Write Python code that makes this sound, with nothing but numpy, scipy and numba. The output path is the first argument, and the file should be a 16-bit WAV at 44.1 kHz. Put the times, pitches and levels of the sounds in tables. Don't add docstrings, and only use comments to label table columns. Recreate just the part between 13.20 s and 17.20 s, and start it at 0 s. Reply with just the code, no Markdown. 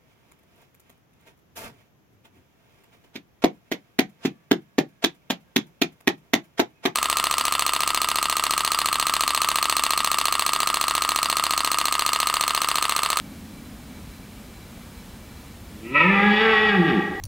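import sys
import numpy as np
from scipy import signal
from scipy.fft import rfft, irfft, next_fast_len
from scipy.io import wavfile
from scipy.ndimage import uniform_filter1d, map_coordinates
from numba import njit

SR = 44100
rng = np.random.default_rng(int(sys.argv[2]) if len(sys.argv) > 2 else 0)


def nominal_scale(level):
    x = np.asarray(level, float) / 20
    return 10 ** x


def bounce(signal):
    frames = np.transpose(np.atleast_2d(signal))
    limited = np.clip(frames, -1, 1)
    pcm = np.round(limited * 32767).astype(np.int16)
    wavfile.write(sys.argv[1], SR, pcm)


N = 176400


def unit(x):
    return x / np.sqrt(np.mean(x ** 2) + 1e-20)


def along(points, hz):
    f, value = np.transpose(points)
    return np.interp(np.log(hz + 1), np.log(f + 1), value)


def curves(rows):
    time, *columns = np.transpose(rows)
    return [np.interp(np.arange(N) / SR, time, column) for column in columns]


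def wobble(rate):
    knots = rng.standard_normal(int(N * rate / SR) + 4)
    return map_coordinates(knots, [np.arange(N) * rate / SR])


def filtered(x, response):
    size = next_fast_len(N + SR // 2)
    hz = np.fft.rfftfreq(size, 1 / SR)
    return irfft(rfft(x, size) * response(hz), size)[..., :N]


def noise(response):
    return unit(filtered(rng.standard_normal(N), response))


# (time [s], pitch [Hz])
PITCH = [(2.52, 99.34), (2.662, 115.4), (2.7, 124.6), (2.74, 140.1), (2.786, 153.7), (2.874, 188.1),
         (2.904, 197.3), (3.026, 203.2), (3.06, 210.5), (3.104, 207.1), (3.248, 223.5), (3.3, 222),
         (3.362, 212.8), (3.452, 215.6), (3.504, 204.7), (3.544, 196.6), (3.598, 173.5), (3.655, 160.2),
         (3.692, 140.3), (3.762, 97.86), (3.8, 81.8)]


def vocal_folds(start, end):
    jitter, shimmer_db = 0.004, 1.57
    pitch, = curves(PITCH)
    turns = np.cumsum(pitch * (1 + jitter * wobble(60))) / SR
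    pitch, turns = pitch[start:end], turns[start:end]
    harmonic = np.arange(1, 45)[:, None]
    audible = harmonic * pitch < 7000
    pulses = np.sum(np.cos(2 * np.pi * harmonic * turns) * audible, 0)
    pulses = unit(pulses * nominal_scale(shimmer_db * wobble(90)[start:end]))
    puffs = unit(rng.standard_normal(end - start) * (1.3 + np.cos(2 * np.pi * turns)))
    return pulses, puffs * np.sqrt(SR / 14000)


def blend(pulses, puffs, share):
    return np.sqrt(1 - share) * pulses + np.sqrt(share) * puffs


@njit
def ring(x, turn, keep, gain):
    out = np.zeros(len(x))
    for k in range(len(keep)):
        y = z = 0j
        for i in range(len(x)):
            y = y * keep[k] * turn[k, i] + x[i]
            z = z * keep[k] * turn[k, i] + y
            out[i] += gain[k, i] * z.real
    return out


def throat(source, table, shortness, lift_db=0):
    hz, width, db = np.transpose(table)[..., None]
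    keep = np.exp(-np.pi * width / SR)
    sign = (-1.0) ** np.cumsum(hz < 1500, axis=0)
    gain = nominal_scale(db + lift_db + 0 * source) * (1 - keep) ** 2 * sign
    turn = np.exp(2j * np.pi * hz * shortness / SR)
    y = ring(source, turn, keep[:, 0], gain)
    power = uniform_filter1d(uniform_filter1d(y ** 2, size=2600), size=2600)
    return y / np.sqrt(np.abs(power) + 1e-20)


# (time [s], chest level [dB], mouth level [dB], strain: top resonances over the mouth level [dB])
ROAR = [(2.48, -47.5, -87, -23), (2.6, -44, -87, -32), (2.66, -33.5, -41.5, -20.5), (2.7, -33, -45, -28.5),
        (2.738, -24.5, -33, -14), (2.756, -28.5, -15, -28), (2.82, -24.5, -15.5, -19),
        (2.87, -14, -23, -21.5), (2.95, -17, -21, -15), (3.05, -17, -20, -15), (3.12, -17.5, -23, -8),
        (3.2, -23.5, -20, -7.5), (3.28, -23, -17, -14.5), (3.35, -26, -19, -10), (3.43, -26.5, -20, -14),
        (3.5, -22, -20.5, -8), (3.56, -18, -23.5, -22), (3.6, -9.5, -49.5, -21), (3.66, -20.5, -29.5, -5.5),
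        (3.7, -20.5, -22, -11), (3.77, -15.5, -36, -12), (3.795, -17, -63, -11), (3.803, -74, -78, -9)]
# (time [s], share of the power in the mouth tone [0-1])
BREATH = [(2.7, .15), (2.8, .11), (3.1, .06), (3.5, .035), (3.62, .05), (3.7, .12), (3.8, .1)]
# (time [s], resonance pitch over that of the full-length throat [ratio])
SHORTNESS = [(2.6, 1.24), (2.76, 1.21), (2.82, 1.18), (2.87, 1.12), (2.95, 1.05), (3.1, 1.02), (3.3, 1.005),
             (3.55, 1.0)]
# (frequency [Hz], width of each stage [Hz], relative level [dB])
CHEST = [(186.2, 52.6, 11), (332.6, 119, 2)]
MOUTH_HZ = [445, 782, 1170, 1350, 1625, 1900, 2290, 2545]
# (width of each stage [Hz], relative level [dB],
# how strongly it follows the larynx [power of the ratio], gain per unit of extra shortness [dB])
MOUTH = [(86, -1, 1.2, -6.5), (70.2, 2, 1.195, -3), (85, -1.5, 0.56, 37), (76, -5, 0.6, -54),
         (84, 3, 0.95, 27), (82.5, 5, 1.12, 11), (161, -5, 0.66, 55), (130, -5, .5, 2)]
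# (frequency [Hz], width of each stage [Hz], relative level [dB])
TOP = [(2910, 250, 7.5), (3382, 244, 7.5), (3600, 195, 0.5), (4620, 260, -8), (5030, 520, -15),
       (6730, 1300, -25.5)]


def stag():
    chest_slide, top_slide = -0.15, 0.15
    chest_breath, top_breath = 0.12, 3
    start, end = round(ROAR[0][0] * SR), round(ROAR[-1][0] * SR)
    chest_db, mouth_db, strain_db = [curve[start:end] for curve in curves(ROAR)]
    share = curves(BREATH)[0][start:end]
    shortness = curves(SHORTNESS)[0][start:end]
    pulses, puffs = vocal_folds(start, end)

    chest_source = blend(pulses, puffs, share * chest_breath ** 2)
    chest = throat(chest_source, CHEST, shortness ** chest_slide)

    width, level, slide, lift = np.transpose(MOUTH)
    mouth = throat(blend(pulses, puffs, share), np.c_[MOUTH_HZ, width, level],
                   shortness ** slide[:, None], lift_db=lift[:, None] * (shortness - 1))

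    top_source = blend(pulses, puffs, np.clip(top_breath * share, 0, 1))
    top = throat(top_source, TOP, shortness ** top_slide)

    voice = nominal_scale(chest_db) * chest + nominal_scale(mouth_db) * mouth + nominal_scale(mouth_db + strain_db) * top
    voice = np.pad(voice, (start, N - end))
    return filtered(voice, lambda hz: 1 / (1 + 85 / (1j * hz + 1e-9)) ** 6)


def snort():
    start, rise, end = 2.62, 0.04, 2.9
    level_db, centre_hz, width_hz = -46, 2480, 480
    t = np.arange(N) / SR
    shape = np.clip((t - start) / rise, 0, 1) * (t < end)
    hiss = noise(lambda hz: np.exp(-((hz - centre_hz) / width_hz) ** 2))
    return nominal_scale(level_db) * shape * hiss


# (frequency [Hz], time to fall by 60 dB [s])
ECHO = [(200, .8), (900, 2), (1600, 1), (1900, 2.6), (2300, .9), (5000, 1.1)]
# (frequency [Hz], relative level [dB])
ECHO_COLOUR = [(200, -6.5), (800, 3.5), (1900, -4), (2400, 0)]


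def echo(x):
    gap = 0.03
    hz, t, grains = signal.stft(rng.standard_normal(2 * SR), SR, nperseg=256)
    decay_db = along(ECHO_COLOUR, hz)[:, None] - 60 * t / along(ECHO, hz)[:, None]
    tail = signal.istft(grains * nominal_scale(decay_db), SR, nperseg=256)[1]
    delayed = np.pad(x, (round(gap * SR), 0))
    return signal.fftconvolve(delayed, tail / np.linalg.norm(tail))[:N]


# (frequency [Hz], relative spectral density [dB])
EARLIER_ECHO = [(110, -46), (150, -8), (200, -1), (260, 0), (320, -13), (420, -46.5)]


def earlier_echo():
    start_db, fade = -40.5, 9
    level_db = start_db - fade * np.arange(N) / SR
    return noise(lambda hz: nominal_scale(along(EARLIER_ECHO, hz))) * nominal_scale(level_db)


# (centre [Hz], half-width at 1/e of the amplitude [Hz], level before the swells [dB])
INSECTS = [(2310, 60, -65), (4030, 90, -68)]


def insects():
    swells, swell_db = 40, 4
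    bands = 0
    for centre, width, db in INSECTS:
        bands = bands + nominal_scale(db) * noise(lambda hz: np.exp(-((hz - centre) / width) ** 2))
    return bands * nominal_scale(swell_db * wobble(swells))


# (frequency [Hz], relative spectral density [dB])
FOREST = [(15, -62.5), (25, -10), (45, 0), (90, 0.5), (125, -6.5), (200, -3), (245, -4.5), (307, -12),
          (413, -15), (1350, -21.5), (3500, -25.5), (4600, -28), (15700, -32.5)]
# (frequency [Hz], side relative to mid [dB])
SIDE_SHARE = [(40, -32.5), (120, -32), (250, -34.5), (450, -18.5), (2400, -19.5), (5000, -14.5),
              (15000, -12.5)]


def forest():
    level_db = -42
    colour = lambda hz: nominal_scale(along(FOREST, hz))
    mid = noise(colour) * nominal_scale(level_db + 0.2 * wobble(7.62))
    side = filtered(noise(colour), lambda hz: nominal_scale(along(SIDE_SHARE, hz))) * nominal_scale(level_db)
    return mid, side


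# (frequency [Hz], added level [dB])
DISAGREEMENT = [(300, -15), (1500, -4.5), (4500, 17)]


def scene():
    echo_db = -2.5
    direct_disagreement_db, late_disagreement_db = -41, -38
    voice = stag() + snort()
    mid, side = forest()
    mid = mid + earlier_echo() + insects() + voice + nominal_scale(echo_db) * echo(voice)
    disagreement = nominal_scale(direct_disagreement_db) * voice + nominal_scale(late_disagreement_db) * echo(voice)
    side = side + filtered(disagreement, lambda hz: nominal_scale(along(DISAGREEMENT, hz)))
    return np.array([mid + side, mid - side])


def roll_off(x):
    return signal.sosfilt(signal.butter(12, 16160, fs=SR, output="sos"), x)


def record(dry):
    notch_hz, notch_width_hz, notch_depth, top_hz = 5880, 65, 0.99, 15790
    treble_hz, duck_db, duck_s = 6000, -4, 0.043
    duck_from_db, duck_range_db = -34, 6

    def microphone(hz):
        notch = 1 - notch_depth * np.exp(-((hz - notch_hz) / notch_width_hz) ** 2)
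        return notch * (hz < top_hz)

    x = filtered(dry, microphone)
    power = np.abs(uniform_filter1d(x[0] ** 2, round(duck_s * SR)))
    loud_db = 10 * np.log10(power + 1e-12)
    duck = nominal_scale(duck_db * np.clip((loud_db - duck_from_db) / duck_range_db, 0, 1))
    treble = filtered(x, lambda hz: 1 / (1 + (treble_hz / (hz + 1)) ** 8))
    return roll_off(x + (duck - 1) * treble)


dry = scene()
out = record(dry)
bounce(out)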